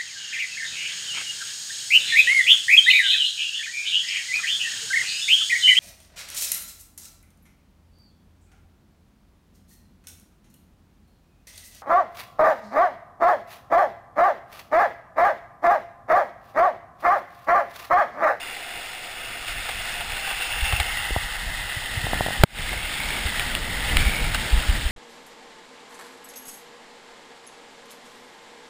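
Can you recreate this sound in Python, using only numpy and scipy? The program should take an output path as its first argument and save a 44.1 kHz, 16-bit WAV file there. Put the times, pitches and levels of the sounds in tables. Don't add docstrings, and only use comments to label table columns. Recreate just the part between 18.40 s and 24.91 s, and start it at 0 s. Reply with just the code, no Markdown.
import sys
import numpy as np
from scipy import signal
from scipy.fft import rfft, irfft, next_fast_len
from scipy.io import wavfile
from scipy.ndimage import uniform_filter1d, map_coordinates

SR = 44100
rng = np.random.default_rng(int(sys.argv[2]) if len(sys.argv) > 2 else 0)


def put_to_file(sound):
    columns = np.atleast_2d(sound).T
    safe = np.clip(columns, -1, 1)
    whole_steps = np.round(safe * 32767)
    wavfile.write(sys.argv[1], SR, whole_steps.astype(np.int16))


N = 287091

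# t/s, level/dB
RUSH_LEVEL = [(0, -34), (.25, -35.5), (1.04, -34.5), (1.25, -31.5), (1.7, -31), (1.9, -29.8), (2.36, -28.5),
              (2.6, -29), (3.0, -32), (3.85, -30), (4.25, -31.5), (4.7, -29), (5.05, -29), (5.22, -31),
              (5.62, -26.5), (5.9, -29), (6.3, -28.5), (6.45, -30.5)]
# f/Hz, level/dB
RUSH_SPECTRUM = [(150, -14), (400, -15), (600, -12), (780, -6), (1050, -9), (1500, -1.5), (1750, 0.5),
                 (2000, 1.24), (2400, -0.8), (2800, -0.5), (3550, 1), (4200, -4.5), (5300, -4.5),
                 (8000, -12)]
# f/Hz, level/dB
CHURN_SPECTRUM = [(50, -19), (130, 0.5), (220, 4.5), (320, -1.5), (400, -4.5), (520, -2.5), (900, -4.5),
                  (2000, -33)]
# f/Hz, width/Hz, gain/dB
TUBE_BANDS = [(198, 120, -12), (390, 43, 2.5), (492, 45, 4), (1230, 150, 0), (1450, 150, 0.5),
              (1690, 140, -3.5), (2140, 120, 2.5), (2804, 230, 5), (3200, 130, -5), (3850, 320, -6.5),
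              (4430, 270, -5)]
# t/s, share
HOLLOW_SHARE = [(0, 1), (1.7, 0.53), (2.45, 0.96), (3.0, 0.32), (4.2, 0.17), (6.5, 0.059)]
# t/s, f/Hz
TUBE_PITCH = [(0, 748), (1.3, 704), (2.0, 770), (2.5, 814), (3.2, 800)]
# start t/s, ring f/Hz, drift/(Hz/s), ring gain/dB, notch gain/dB
WATER_FILMS = [(0, 2580, 0, 2.5, -4), (1.8, 2680, 0, 6.5, -2), (2.4, 1980, -64, 6, -11),
               (4.05, 2050, 300, 3.5, 2), (4.55, 2230, -100, 7, 0.5), (4.85, 1970, -3, 5, -2.5),
               (5.58, 2270, -3, 8.5, -0.5), (5.88, 2150, 0, 0.5, -1)]
# t/s, share of top speed
RIDER_SPEED = [(0, 0.14), (.7, 0.24), (1.1, 0.38), (2.0, 0.39), (2.35, 0.62), (3.45, 0.51), (3.7, 0.78),
               (4.3, 0.59), (5.4, 0.75), (5.6, 1), (6.5, 0.88)]
# f/Hz, level/dB
RUMBLE_SPECTRUM = [(10, -13.5), (26, 4), (42, 2), (80, -7.5), (140, -12.5), (300, -26.5), (800, -73)]
# t/s, lift of the rush/dB
WATER_SHEETS = [(1.065, 4.5), (1.48, 1.5), (1.83, 1.5), (2.0, 2), (2.235, 3), (4.965, 1.5), (5.58, 1.5)]
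# t/s, level/dB, swing f/Hz
CASE_BUMPS = [(1.110, -32, 29.8), (1.200, -32, 33), (1.732, -34, 70), (2.233, -16.5, 47.3),
              (2.337, -17.5, 79.5), (2.409, -18.5, 58.7), (2.726, -20, 43), (2.771, -20, 63),
              (3.373, -26, 91), (3.578, -19.5, 82.5), (3.645, -20.5, 100), (4.008, -14.5, 42),
              (4.328, -25, 37.8), (4.862, -19, 54), (5.673, -13, 49), (5.830, -18, 35), (6.139, -10, 45),
              (6.177, -15, 33.8), (6.298, -11.5, 51), (6.326, -18, 32), (6.463, -16, 42)]
# t/s, level/dB, bubble f/Hz
AIR_GULPS = [(1.288, -20.5, 773), (1.606, -23.5, 846), (1.769, -23, 1470), (1.908, -21.5, 1540),
             (2.324, -16.5, 730), (2.399, -17.5, 822), (4.328, -23, 1980), (5.944, -15, 1550)]
# f/Hz, level/dB
SPLASH_SPECTRUM = [(300, -14), (700, 1), (1100, -2), (1600, 0), (3200, 0), (5000, -16)]
# t/s, level/dB, ring f/Hz
FINE_DROPS = [(1.9140, -17, 1600), (2.3250, -12, 2000), (2.4003, -7, 2350), (2.4022, -6.5, 3100),
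              (2.5735, -18, 2000), (4.9963, -6.5, 2450), (5.1513, -4.5, 2800), (5.5696, -1, 2300),
              (5.5706, -0.5, 2750), (5.9462, -11, 4200), (5.9565, -14, 3000)]
# multiple of the ring pitch, level/dB, time to fade by 60 dB (t60)/s
PORT_MODES = [(.62, -3, 0.012), (1, 9, 0.0073), (1.2, 9, 0.0045), (1.52, 3.5, 0.0024)]
# t/s, level/dB, ring f/Hz
HEAVY_DROPS = [(2.7068, -21, 420), (2.7630, -10.5, 736), (3.6680, -16.5, 720), (3.7330, -11, 760),
               (3.8081, -8.5, 740), (3.8633, -14, 700), (3.8847, -15, 690), (3.9060, -19, 720)]
# t/s, level/dB, ring f/Hz
SLAP_HITS = [(4.0361, 28, 950), (4.0375, 33, 1500)]

INLET_DB, INLET_FADE_S = -48.5, 2.7
PLOUGH_S, PLOUGH_RISE_S, CHURN_DB = 2.87, 0.94, -10.5
TUBE_RING_WIDTH_HZ, TUBE_RING_DB, TUBE_WAVER_HZ = 94, 8, 19
FILM_WIDTH_HZ, NOTCH_WIDTH_HZ, NOTCH_RATIO, FILM_FADE_S = 227, 200, 1.204, 0.025
RUMBLE_DB, SLOSH_RISE_S = -26.5, 0.021
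INPUT_EDGE_HZ, HOLD_HZ, TOP_HZ = 5600, 12000, 15400


def amp(db):
    return 10 ** (np.asarray(db) / 20)


def unit(x):
    return x / np.sqrt(np.mean(x ** 2) + 1e-20)


def clock(count=N):
    return np.arange(count) / SR


def add(track, s, sound):
    part = track[max(round(s * SR), 0):][:len(sound)]
    part += sound[:len(part)]


def curve(points):
    return np.interp(clock(), *np.transpose(points))


def wobble(rate):
    return map_coordinates(rng.standard_normal(int(N * rate / SR) + 4), [clock() * rate])


def filtered(x, response):
    size = next_fast_len(N + SR // 2)
    return irfft(rfft(x, size) * response(np.fft.rfftfreq(size, 1 / SR)), size)[:N]


def coloured(x, spectrum):
    hz, db = np.transpose(spectrum)
    return unit(filtered(x, lambda f: amp(np.interp(np.log(f + 1), np.log(hz), db))))


def bell(f, hz, width):
    return .5 ** ((2 * (f - hz) / width) ** 2)


def moving_band(x, hz, width):
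    phase = 2 * np.pi * np.cumsum(hz) / SR
    waves = np.cos(phase), np.sin(phase)
    return 2 * sum(wave * filtered(x * wave, lambda f: bell(f, 0, width)) for wave in waves)


def bubbles(rate, low_hz, high_hz, cycles, spread_db, brightness=0):
    when, pitch, faintness = rng.random((int(rate * N / SR), 3)).T[:, :, None]
    hz = low_hz * (high_hz / low_hz) ** pitch
    t = clock(int(min(cycles / low_hz, .03) * SR))
    age = t * hz / cycles
    strength = hz ** brightness * amp(-spread_db * np.log(.01 + faintness))
    rings = strength * np.exp(-5 * age) * np.sin(2 * np.pi * hz * t * (1 + .1 * age))
    index = (when * N).astype(int) + np.arange(len(t))
    return unit(np.bincount(index.ravel(), rings.ravel(), N)[:N])


def tube_echo(x, t60, echo_db):
    t = clock(SR // 2)
    tail = rng.standard_normal(len(t)) * amp(-60 * t / t60)
    echo = signal.fftconvolve(x, tail / np.linalg.norm(tail))[:N]
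    return unit(x + amp(echo_db) * echo)


def rushing_water():
    clumps = amp(1.2 * wobble(45))
    babble = bubbles(rate=2000, low_hz=440, high_hz=4540, cycles=21.4, spread_db=3.5, brightness=0.53)
    babble = tube_echo(babble, t60=0.34, echo_db=-2.5)
    splatter = clumps * bubbles(rate=2500, low_hz=1810, high_hz=5500, cycles=1.06, spread_db=2)
    rush = coloured(rng.standard_normal(N) + amp(-5) * babble + amp(-5.5) * splatter, RUSH_SPECTRUM)
    return rush * amp(curve(RUSH_LEVEL) + sloshing() + 0.4 + 0.27 * wobble(28))


def churning_water():
    inlet = amp(INLET_DB) * np.clip(1 - clock() / INLET_FADE_S, 0, 1) ** .5
    plough = np.clip((clock() - PLOUGH_S) / PLOUGH_RISE_S, 0, 1) * amp(curve(RUSH_LEVEL) + CHURN_DB)
    churn = coloured(rng.standard_normal(N), CHURN_SPECTRUM)
    return churn * (inlet + plough) * amp(1.9 * wobble(16))


def hollow_tube(x):
    share = np.clip(curve(HOLLOW_SHARE), 0, 1)
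    ring_hz = curve(TUBE_PITCH) + TUBE_WAVER_HZ * wobble(12)
    ring = (amp(TUBE_RING_DB) - 1) * moving_band(x, ring_hz, TUBE_RING_WIDTH_HZ)
    hollow = filtered(x, lambda f: amp(sum(db * bell(f, hz, width) for hz, width, db in TUBE_BANDS)))
    return (1 - share) * x + share * (hollow + ring)


def wet_port(x):
    def fade(steps):
        return uniform_filter1d(steps, int(FILM_FADE_S * SR))

    films = np.array(WATER_FILMS)
    current = np.maximum(np.searchsorted(films[:, 0], clock()) - 1, 0)
    start, hz, drift, ring_db, notch_db = films[current].T
    ring_hz = fade(hz + drift * (clock() - start))
    ring = fade(amp(ring_db) - 1) * moving_band(x, ring_hz, FILM_WIDTH_HZ)
    notch = fade(amp(notch_db) - 1) * moving_band(x, ring_hz * NOTCH_RATIO, NOTCH_WIDTH_HZ)
    return x + ring + notch


def buffeting():
    rumble = coloured(rng.standard_normal(N), RUMBLE_SPECTRUM)
    lumps = amp(2.7 * wobble(13))
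    return amp(RUMBLE_DB) * curve(RIDER_SPEED) ** 2 * unit(rumble * lumps)


def sloshing():
    lift = np.zeros(N)
    for s, db in WATER_SHEETS:
        age = np.maximum(clock() - s, 0) / SLOSH_RISE_S
        lift += db * age * np.exp(1 - age)
    return lift


def bumps():
    out, t = np.zeros(N), clock(SR // 5)
    middle = t.mean()
    for s, db, hz in CASE_BUMPS:
        turns = (middle - t) * hz
        swing = np.sin(2 * np.pi * turns) * np.exp(-(turns / 0.48) ** 2)
        add(out, s - middle, amp(db + 2.5) * swing)
    return out


def gulps():
    out, t = np.zeros(N), clock(SR // 8)
    splash = coloured(rng.standard_normal(N), SPLASH_SPECTRUM)
    swell = (1 - np.exp(-t / 0.0026)) * amp(-60 * t / 0.055)
    for s, db, hz in AIR_GULPS:
        bubble = np.sin(2 * np.pi * hz * t * (1 + 0.23 * t))
        puff = splash[round(s * SR):][:len(t)]
        add(out, s, amp(db) * swell * (0.75 * bubble + 1.07 * puff))
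    return out


def fine_drops():
    out, t = np.zeros(N), clock(SR // 30)
    hiss = coloured(rng.standard_normal(N), [(700, -22), (2000, -1), (5000, -4), (8000, 3)])
    for s, db, hz in FINE_DROPS:
        ring = sum(amp(level - 60 * t / t60) * np.sin(2 * np.pi * hz * ratio * t)
                   for ratio, level, t60 in PORT_MODES)
        crack = 1.1 * hiss[round(s * SR):][:len(t)] * amp(-60 * t / 0.0029)
        snap = (ring + crack) * (1 - np.exp(-t / 0.00011))
        add(out, s, amp(db - 0.5) * snap / np.abs(snap).max())
    return out


def plop(hz, t60, push_hz, push_t60, push_db):
    t = clock(SR // 10)
    ring = np.sin(2 * np.pi * hz * t) * amp(-60 * t / t60) * (1 - np.exp(-t / 0.00039))
    push = np.sin(2 * np.pi * push_hz * t) * amp(-60 * t / push_t60)
    return 2 * ring - amp(push_db) * push


def heavy_drops():
    out = np.zeros(N)
    for s, db, hz in HEAVY_DROPS:
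        add(out, s, amp(db - 1) * plop(hz, t60=0.0099, push_hz=115, push_t60=0.023, push_db=-3.5))
    return out


def slap():
    out = np.zeros(N)
    for s, db, hz in SLAP_HITS:
        add(out, s, amp(db) * plop(hz, t60=.0016, push_hz=150, push_t60=.013, push_db=-4))
    return out


def sample_and_hold(x):
    narrow = filtered(x, lambda f: 1 / np.sqrt(1 + (f / INPUT_EDGE_HZ) ** 50))
    mirrored = narrow * (1 + 2 * np.cos(2 * np.pi * HOLD_HZ * clock()))
    return filtered(mirrored, lambda f: np.sinc(f / HOLD_HZ))


def overload(x):
    release_db_per_s, attack_s = 185, .004
    over_db = 20 * np.log10(np.maximum(np.abs(x), 1))
    climb = release_db_per_s * clock()
    dip_db = np.maximum.accumulate(over_db + climb) - climb
    lag = np.exp(-1 / (attack_s * SR))
    dip_db = signal.lfilter([(1 - lag) ** 2], np.poly([lag, lag]), dip_db)
    return np.clip(x, -1, 1) * amp(-dip_db)


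def scene():
    water = wet_port(hollow_tube(rushing_water() + churning_water()))
    return (water + buffeting() + bumps() + gulps() + fine_drops() + heavy_drops() + slap())[None]


def record(dry):
    heard = np.clip(sample_and_hold(overload(dry[0])), -1, 1)
    return filtered(heard, lambda f: 1 / np.sqrt(1 + (f / TOP_HZ) ** 400))[None]


dry = scene()
out = record(dry)
put_to_file(out)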